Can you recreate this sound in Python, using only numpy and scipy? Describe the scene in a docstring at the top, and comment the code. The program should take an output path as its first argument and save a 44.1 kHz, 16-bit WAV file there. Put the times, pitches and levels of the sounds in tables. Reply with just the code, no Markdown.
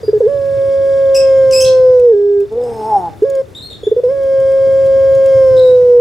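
"""A caged dove coos very close to a stereo pickup in a hard-walled room. A trill of short pulses, each a near sine
with a ringing crop, runs into a long pure note that sinks and drops; a nasal, wavering in-breath follows as a low
buzz through throat resonances with rasp and hiss. Further off, birds chirp and a harsher one screeches, made of
gliding partials with air noise. Noise-burst claw clicks, a feather rustle and a faint steady tick sound over room
noise and rumble made from bands of noise; a limiter holds the peaks."""
import sys
import numpy as np
from scipy import signal
from scipy.fft import rfft, irfft, next_fast_len
from scipy.io import wavfile
from scipy.ndimage import uniform_filter1d, minimum_filter1d

SR = 44100
rng = np.random.default_rng(int(sys.argv[2]) if len(sys.argv) > 2 else 0)


def ratio(d):
    """dB to gain"""
    e = np.asarray(d, float) / 20
    return 10 ** e


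def wrap_up_sound(samples):
    """Save the sound to the file named by the first command line argument, as 16-bit audio."""
    columns = np.atleast_2d(samples).T
    # keep every value between -1 and 1, then stretch to whole-number steps
    tamed = np.clip(columns, -1, 1)
    steps = np.round(tamed * 32767).astype(np.int16)
    wavfile.write(sys.argv[1], SR, steps)


N = 264908
SIDES = np.array([[.5], [-.5]])   # left, right: splits a difference evenly between the channels


def rms_one(x):
    """Scales to an rms of 1."""
    return x / np.sqrt(np.mean(x ** 2) + 1e-20)


def in_time(rows):
    """Straight lines between the rows, one track for each column after the time."""
    s, *columns = np.transpose(rows)
    return [np.interp(np.arange(N) / SR, s, column) for column in columns]


def at_hz(points, hz):
    """Reads a curve at hz, along a logarithmic frequency axis."""
    points = np.array(points)
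    return np.interp(np.log(hz), np.log(points[:, 0]), points[:, 1])


def gate(start, stop, rise, fall):
    """Rises smoothly from start, falls smoothly after stop."""
    t = np.arange(N) / SR
    ramp = np.minimum((t - start) / rise, (stop - t) / fall + 1)
    return np.sin(np.pi / 2 * np.clip(ramp, 0, 1)) ** 2


def drift(rate, size=N):
    """Slow chance with an rms of 1: noise through two equal low-pass poles at rate Hz."""
    r = np.exp(-2 * np.pi * rate / SR)
    slow = signal.lfilter([1], [1, -2 * r, r * r], rng.standard_normal(size + 4000))
    return rms_one(slow[4000:])


def resonance(x, hz, width_hz):
    """Two-pole ringing filter with a gain near 1 on top."""
    r = np.exp(-np.pi * width_hz / SR)
    zeros = np.array([1, 0, -1]) * (1 - r * r) / 2
    return signal.lfilter(zeros, [1, -2 * r * np.cos(2 * np.pi * hz / SR), r * r], x + 1e-18)


def twice_resonant(x, hz, width_hz):
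    """The same resonance passed twice, for steeper skirts; rms 1."""
    return rms_one(resonance(resonance(x, hz, width_hz), hz, width_hz))


def hump(hz, centre_hz, width_hz):
    """Complex gain of a resonance at hz."""
    return 1 / (1 + 1j * (hz ** 2 - centre_hz ** 2) / (hz * width_hz))


# the pure tone off the nearby walls: pitch_hz, left_minus_right_db, left_lead_rad
WALL_SHIFTS = [(404, -1.4, 0.19), (420, -0.7, 0.19), (445, -1.4, 0.14), (465, -1.5, 0.03),
               (482, -1.5, 0.01), (495, -1.0, 0.01), (507, -0.2, -0.1), (522, -0.4, -0.25),
               (532, -1.1, -0.36), (540, -2.0, -0.43), (550, -3.2, -0.4), (562, -5.8, -0.3)]


def fundamental(hz, level_db, on, phase):
    """A near sine from the syrinx; the swollen crop rings on after stops and jumps in pitch."""
    crop_hz, crop_t60_s = 420, .059
    crop_width_hz = np.log(1000) / np.pi / crop_t60_s
    crop_gain = abs(1 + hump(hz, crop_hz, crop_width_hz))
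    level = ratio(level_db + .31 * drift(17)) / crop_gain   # keeps the steady level as listed
    wall_hz, difference_db, lead_rad = np.transpose(WALL_SHIFTS)
    panning = ratio(SIDES * np.interp(hz, wall_hz, difference_db))
    tone = np.sin(phase + SIDES * np.interp(hz, wall_hz, lead_rad))
    syrinx = np.sqrt(2) * on * level * panning * tone
    return syrinx + resonance(syrinx, crop_hz, crop_width_hz)


# throat resonances for the upper partials: centre_hz, width_hz (of the plain resonance), level_db (relative)
THROAT_RESONANCES = [(2145, 130, 1), (3230, 130, -3.5), (3980, 230, -13), (5170, 380, 1),
                     (6400, 300, -18.5), (9450, 540, -15.5)]


def upper_partials(hz, phase, since_start_s):
    """Partials 4 to 19 shaped by fixed throat resonances and one that sinks while a note lasts."""
    sinking_hz = 8800 - 1600 * since_start_s
    upper = 0
    for k in range(4, 20):
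        colour = ratio(-11.5) * abs(hump(k * hz, sinking_hz, 400)) ** 2
        for centre, width, db in THROAT_RESONANCES:
            colour = colour + ratio(db) * abs(hump(k * hz, centre, width)) ** 1.4
        offset = rng.uniform(0, 2 * np.pi) + rng.normal(0, .43) * SIDES
        upper = upper + colour * ratio(1.3 * drift(47)) * np.sin(k * phase + offset)
    return upper


# tone gets richer towards high pitch, levels before drift and panning:
# pitch_hz, second_partial_db, nasal_resonance_db, upper_partials_db (all relative to the fundamental)
RICHNESS = [(410, -39, -42, -59), (470, -40.5, -44.5, -60.5), (500, -36, -38, -50), (517, -29, -34, -46),
            (534.4, -30, -32.5, -42), (590, -29.5, -26, -42.5)]


def overtones(hz, level_db, on, phase, since_start_s):
    """Second partial, nasal resonance and upper partials, each following pitch and level."""
    rich_hz, *shares_db = np.transpose(RICHNESS)
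    second_db, nasal_db, upper_db = [level_db + np.interp(hz, rich_hz, db) + 1.2 * drift(5.2)
                                     for db in shares_db]
    second = ratio(second_db) * np.sin(2 * phase + [[.4], [-.6]]) * ratio([[2.5], [-3]])
    # the nasal resonance lifts whichever partial is near
    nasal = sum(abs(hump(k * hz, 1630, 300)) ** 2 * np.sin(k * phase + .5 * SIDES) for k in range(3, 5))
    upper = upper_partials(hz, phase, since_start_s)
    return np.sqrt(2) * on * (second + ratio(nasal_db) * nasal + ratio(upper_db) * upper)


def coo_breath(level_db, on):
    """Air noise around the crop's pitch that grows with effort."""
    air = twice_resonant(rng.standard_normal(N), 420, 130)
    return on * ratio(-36.5 + .21 * (level_db + 3)) * air


# trill pulses: start_s, length_s, first_pitch_hz, settled_pitch_hz, settled_level_db (of the fundamental)
TRILL_PULSES = [(0.029, .018, 504.9, 433.2, -22), (0.078, .017, 435.1, 409.9, -7),
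                (0.129, .047, 470, 420, -8.5), (0.203, .015, 491.4, 500.6, -7),
                (3.83, 0.0055, 444.7, 457.4, -18.5), (3.866, .012, 420, 420, -6),
                (3.913, .014, 441.2, 457.4, -4), (3.962, .037, 468.5, 493.2, -9.5)]
# one list of rows per held note, the first two entered by a low scoop: time_s, pitch_hz, fundamental_level_db
HELD_NOTES = [
    [(.218, 467, -10), (.235, 410.4, -8.5), (.256, 418.2, -8), (.272, 477.4, -4), (.284, 564, -15),
     (.33, 566.4, -15), (.42, 553.1, -14.5), (.62, 547.7, -12), (.95, 546.3, -10), (1.5, 530, -7),
     (1.92, 507.5, -6), (2.06, 485.5, -5), (2.12, 453, -4), (2.136, 405.2, -8), (2.165, 406.8, -10),
     (2.3, 406.7, -10), (2.43, 399.7, -11.5), (2.45, 400.4, -21)],
    [(3.219, 383.6, -2.5), (3.24, 451.2, -6), (3.252, 554, -14.5), (3.3, 550.5, -15), (3.4, 532.4, -12),
     (3.415, 526.6, -16.5)],
    [(4.033, 500, -7), (4.075, 492.3, -8.5), (4.115, 553.2, -13.5), (4.14, 553.5, -15.5),
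     (4.25, 541.3, -12.5), (4.4, 537.9, -10.3), (4.8, 539.4, -9.5), (5.28, 538.3, -8), (5.42, 531, -6),
     (5.7, 505.1, -5), (6.0, 481.3, -5.5)],
]


def coo():
    """Trill pulses and held notes as one voice: fundamental, overtones and breath share one gate."""
    kick_s, kick_db = .017, 6   # a pulse starts louder and settles
    pulses = [[(s, first_hz, db + kick_db), (s + min(kick_s, length), settled_hz, db),
               (s + length, settled_hz, db)]
              for s, length, first_hz, settled_hz, db in TRILL_PULSES]
    soundings = sorted(pulses + HELD_NOTES, key=lambda rows: rows[0][0])
    hz, level_db = uniform_filter1d(in_time(np.concatenate(soundings)), size=200)
    on = np.minimum(sum(gate(rows[0][0], rows[-1][0], .007, .0066) for rows in soundings), 1)
    phase = 2 * np.pi * np.cumsum(hz * (1 + .00093 * drift(26))) / SR
    t = np.arange(N) / SR
    starts = np.array([0] + [rows[0][0] for rows in HELD_NOTES])
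    since_start_s = t - starts[np.searchsorted(starts, t, side="right") - 1]
    return (fundamental(hz, level_db, on, phase) + coo_breath(level_db, on)
            + overtones(hz, level_db, on, phase, since_start_s))


# in-breath note: time_s, pitch_hz, low_resonance_db, upper_resonance_db (before flutter)
INBREATH_TRACK = [(2.5, 209.7, -18.5, -36.5), (2.546, 226.8, -19, -43), (2.573, 238, -13.5, -50),
                  (2.64, 248, -17, -34), (2.745, 226.3, -25.5, -24.5), (2.821, 214, -24.5, -19.5),
                  (2.896, 219.7, -25.5, -9.5), (2.96, 202.7, -28, -7), (3.0, 184.6, -29, -15),
                  (3.03, 175.3, -34, -14.5), (3.08, 163.9, -35, -19.5), (3.1, 154, -48, -42)]


def inbreath_buzz():
    """Low unsteady partials lifted by two throat resonances with a weak skirt around them."""
    hz, low_db, upper_db = in_time(INBREATH_TRACK)
    phase = 2 * np.pi * np.cumsum(hz * (1 + .006 * drift(30) + .012 * drift(120))) / SR
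    partial_hz = np.arange(2, 12)[:, None] * hz
    low = abs(hump(partial_hz, 399, 91)) ** 4.7
    gains = ratio(low_db) * low / np.linalg.norm(low, axis=0)
    gains = gains + ratio(upper_db) * abs(hump(partial_hz, 810, 132)) ** 2.85
    gains = gains + ratio(-41) * abs(hump(partial_hz, 690, 310)) ** 1.8   # skirt
    buzz = ratio(-39) * np.sin(phase)
    for k, gain in enumerate(gains, start=2):
        buzz = buzz + gain * ratio(1.7 * drift(41)) * np.sin(k * phase)
    start, stop = INBREATH_TRACK[0][0], INBREATH_TRACK[-1][0]
    return gate(start, stop, .031, .013) * np.sqrt(2) * buzz


# throat rings excited by air noise: centre_hz, width_hz (of each of two passes), level_db (relative)
RASP_RINGS = [(625, 73, -14.5), (802, 62, -3.5), (720, 970, -14)]


def inbreath_rasp(air):
    """Fluttering air noise ringing in the throat between the partials."""
    rings = sum(ratio(db) * twice_resonant(air, centre, width) for centre, width, db in RASP_RINGS)
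    return gate(INBREATH_TRACK[0][0], 3.16, .18, .03) * ratio(-36 + 3.6 * drift(13)) * rings


# whistles in the hiss: first_hz, last_hz, drift_rate_hz (sets the width), level_db (relative)
HISS_WHISTLES = [(5100, 5450, 170, 3), (6250, 6750, 90, -8), (7950, 9000, 140, 0), (9600, 10100, 120, -6),
                 (11000, 12200, 120, -14), (14000, 13300, 90, -14)]


def inbreath_hiss(air):
    """Broad air noise with narrow whistling bands, each a gliding carrier under slow chance."""
    along = np.clip((np.arange(N) / SR - 2.6) / .45, 0, 1)
    hiss = ratio(-5.5) * rms_one(resonance(air, 4500, 5000))
    for first_hz, last_hz, rate, db in HISS_WHISTLES:
        carrier = np.exp(2j * np.pi * np.cumsum(first_hz + (last_hz - first_hz) * along) / SR)
        hiss = hiss + ratio(db) * ((drift(rate) + 1j * drift(rate)) * carrier).real
    return gate(2.58, 2.98, .082, .09) * ratio(-56) * hiss


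def inbreath():
    """A nasal wavering buzz with rasp and hiss made from the same air."""
    air = rng.standard_normal(N)
    return inbreath_buzz() + inbreath_rasp(air) + inbreath_hiss(air)


def bird_notes(notes, partials_db, breath_db):
    """Gliding notes with overtones and air noise; harshness shakes pitch and level."""
    out = np.zeros(N)
    for start, stop, first_hz, last_hz, db, harsh in notes:
        at = round(start * SR)
        size = min(round((stop - start + .014) * SR), N - at)
        t = np.arange(size) / SR
        glide_hz = first_hz + (last_hz - first_hz) * t / (stop - start)
        roughness = .12 * harsh * (1 + 1.2 * np.exp(-t / .0072))   # roughest at the onset
        phase = 2 * np.pi * np.cumsum(glide_hz * (1 + roughness * drift(500, size=size))) / SR
        shape = np.clip(np.minimum(t / .0035, (stop - start - t) / .0036 + 1), 0, 1)
        shape = shape * ratio(db + 11 * harsh * drift(120, size=size))
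        tone = sum(ratio(p) * np.sin(k * phase) for k, p in enumerate(partials_db, start=1)
                   if k * first_hz < .4 * SR)
        air = resonance(rng.standard_normal(size), min(2.4 * first_hz, 9500), 14000)
        out[at:at + size] += shape * (tone + ratio(breath_db) * air)
    return out


# small birds' chirps, and some high and inharmonic partials of the harsher bird's screech (1.15 and 1.65 s):
# start_s, stop_s, first_hz, last_hz, level_db (before partials and distance), harshness (0-1)
CHIRP_NOTES = [(.03, .075, 4800, 4836, -39, .05), (1.15, 1.175, 14440, 14320, -43.5, .03),
               (1.647, 1.68, 3410, 3334, -30, .25), (1.647, 1.67, 3950, 3953, -26, .3),
               (1.655, 1.69, 4250, 4365, -29, 0.2), (1.65, 1.68, 5990, 6010, -34, .4),
               (3.548, 3.585, 3550, 3930, -30, .14), (3.59, 3.62, 3640, 3750, -35, .15),
               (3.622, 3.675, 4140, 4295, -29.5, .05), (3.70, 3.735, 3900, 3536, -30.5, .17),
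               (3.832, 3.87, 3390, 3530, -32, 0.05), (5.565, 5.6, 3730, 3900, -30.5, 0.3),
               (5.63, 5.68, 3770, 3846, -33, .1), (5.70, 5.75, 3843, 3815, -44, 0.05)]
# level of each partial from the first up: level_db (relative)
CHIRP_PARTIALS = [5, -12, -18]


def chirps():
    """Small birds' chirps and some extra screech partials, strongest at the first partial, little air."""
    return bird_notes(CHIRP_NOTES, CHIRP_PARTIALS, breath_db=-24)


# a harsher bird: start_s, stop_s, first_hz, last_hz, level_db (before partials and distance), harshness (0-1)
HARSH_BIRD = [(1.144, 1.17, 2856, 2674, -21, .3), (1.15, 1.18, 2543, 2620, -17, .1),
              (1.506, 1.532, 2757, 2607, -28, .6), (1.53, 1.605, 2509, 2652, -13.5, .13),
              (1.603, 1.63, 3164, 3094, -18, 0.22), (1.605, 1.652, 2600, 2695, -18, .25)]
# level of each partial from the first up: level_db (relative)
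HARSH_BIRD_PARTIALS = [-6.5, 3.5, -3.5, -14, -25]


def screeches():
    """A harsher bird's notes, strongest at the second partial with more air."""
    return bird_notes(HARSH_BIRD, HARSH_BIRD_PARTIALS, breath_db=-11.5)


# claws and bars: time_s, level_db (before the mix of ring and noise), pitch_hz
CAGE_CLICKS = [(1.9961, -35.5, 2550), (2.4037, -38.5, 2530), (2.5232, -43, 3560), (2.6379, -38.5, 5220),
               (3.2275, -40, 2850), (3.2994, -31, 6930), (3.3518, -34, 6910), (4.2333, -39, 3200),
               (4.401, -37.5, 3050), (4.5189, -37.5, 2510), (4.8574, -42, 3230), (5.1502, -34, 6610),
               (5.2597, -31, 2720)]


def clicks():
    """Dry little taps: a burst of noise with a short ring."""
    out, t = np.zeros(N), np.arange(400) / SR
    for s, db, hz in CAGE_CLICKS:
        at = round(s * SR)
        ring = .5 * np.sin(2 * np.pi * hz * t)
        burst = .9 * resonance(rng.standard_normal(400), 5500, 7000)
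        out[at:at + 400] += ratio(db - 60 * t / .041) * (ring + burst)
    return out


def rustle():
    """Feathers brush the bars: a short soft burst of bright noise."""
    start_s, length_s = 4.83, .05
    bright = rms_one(resonance(rng.standard_normal(N), 3800, 5000))
    return gate(start_s, start_s + length_s, .02, .02) * ratio(-50 + 3 * drift(150)) * bright


# faint tick: time_s, peak_level_db (before drift)
TICK_LEVEL = [(0, -53), (1.1, -44.5), (2.3, -53), (2.6, -47.5), (4.2, -54.5), (4.6, -53), (6, -61.5)]


def tick():
    """A faint regular tick: 25 short pulses a second, each ringing at 3570 Hz."""
    per_s, offset_s = 25, .0145
    t = (np.arange(N) / SR - offset_s) % (1 / per_s)
    pulse = np.exp(-((t - .002) / .0034) ** 2) * np.sin(2 * np.pi * 3570 * t)
    return ratio(in_time(TICK_LEVEL)[0] + 2 * drift(13)) * pulse


def room(x):
    """Hard walls: ten feedback delays a side, duller on every round."""
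    t60_s, wall_cut_hz = .38, 12000   # decay time at low frequency; it halves at the cut
    size = next_fast_len(N + SR)
    hz = np.arange(size // 2 + 1) * SR / size
    t60 = t60_s / (1 + (hz / wall_cut_hz) ** 2)
    wet = []
    for lags in rng.uniform(.011, .043, (2, 10)):
        rounds = [ratio(-60 * lag / t60) * np.exp(-2j * np.pi * hz * lag) for lag in lags]
        wet.append(sum(g / (1 - g) for g in rounds) / 4)
    shared = .72 * wet[0] + .42 * wet[1] * [[1], [-1]]   # common part plus a part opposed left and right
    return irfft(rfft(x, size) * shared, size)[:, :N]


# stereo likeness of the background: frequency_hz, left_right_likeness (1 = the same)
STEREO_LIKENESS = [(90, 1), (140, 0.17), (290, 0.6), (640, 0.14), (1400, 0.32), (3100, 0.85), (6800, 0.88),
                   (15000, 0.77)]


def banded_noise(spectrum, patchy_db):
    """Half-octave bands of stereo noise, each with its own level, flicker and likeness; rms 1."""
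    lowest, highest = spectrum[0][0], spectrum[-1][0]
    edges = lowest * 2 ** np.arange(0, np.log2(highest / lowest) + .3, .5)
    white = rng.standard_normal((2, 2, N))
    out = 0
    for k, (low, high) in enumerate(zip(edges, edges[1:])):
        band = signal.butter(2, [low, min(high, .45 * SR)], "band", fs=SR, output="sos")
        mid, side = signal.sosfilt(band, white[k % 2])
        hz = np.sqrt(low * high)
        alike = np.clip(at_hz(STEREO_LIKENESS, hz), -1, 1)
        stereo = np.sqrt(1 + alike) * mid + np.sqrt(1 - alike) * side * [[1], [-1]]
        out = out + ratio(at_hz(spectrum, hz) + patchy_db * drift(25)) * stereo
    return rms_one(out)


# background: time_s, room_noise_level_db, rumble_level_db (before its left-right balance)
BACKGROUND_LEVEL = [(0, -38, -35.5), (1.1, -37, -34), (1.7, -37, -30), (2.3, -44.5, -42), (2.8, -36, -35.5),
                    (3.4, -41, -39), (4.2, -39.5, -37), (4.8, -36.5, -31.5), (5.5, -34.5, -31),
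                    (6, -40, -35)]
# room noise spectrum: frequency_hz, density_db_per_hz (relative)
ROOM_SPECTRUM = [(88, -26.5), (150, -13), (404, -7), (572, -11), (656, -19), (1290, -23), (1510, -25.5),
                 (2310, -26), (2760, -45.5), (3480, -29.5), (3980, -31.5), (15500, -45.5)]
# rumble spectrum: frequency_hz, density_db_per_hz (relative)
RUMBLE_SPECTRUM = [(12, -42.5), (20, -26), (72, 0), (97, 9), (119, 4.5), (167, -9), (188, -12), (226, -8.5),
                   (260, -10), (340, -41), (570, -120)]


def background():
    """Room noise and a low rumble, stronger on the left, both rising and falling slowly."""
    noise_db, rumble_db = in_time(BACKGROUND_LEVEL)
    noise = ratio(noise_db) * banded_noise(ROOM_SPECTRUM, patchy_db=1.5)
    rumble = ratio(rumble_db) * banded_noise(RUMBLE_SPECTRUM, patchy_db=3) * ratio([[1.8], [-2.5]])
    return noise + rumble


def scene():
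    """The dove close up, the other birds further off, and the room around them."""
    dove = coo() + inbreath()
    far = chirps() + screeches()
    wet = room(far + ratio(-12.5) * dove.mean(axis=0))
    return dove + ratio([[-5], [-7]]) * far + wet + clicks() + rustle() + tick() + background()


def band_limit(x):
    """A steep low-pass at the top of the band."""
    return signal.sosfilt(signal.butter(12, 15840, fs=SR, output="sos"), x)


def record(dry):
    """A limiter turns the level down around peaks over its ceiling and lets it recover steadily."""
    ceiling_db, release_db_per_s = -1, 50
    over_db = np.maximum(20 * np.log10(abs(dry).max(axis=0) + 1e-9) - ceiling_db, 0)
    slope = release_db_per_s * np.arange(N) / SR
    held_db = np.maximum.accumulate(over_db + slope) - slope
    held_db = uniform_filter1d(-minimum_filter1d(-held_db, size=180), size=180)   # acts just ahead of each peak
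    mix = dry * ratio(-held_db)
    return band_limit(mix)


dry = scene()
out = record(dry)
wrap_up_sound(out)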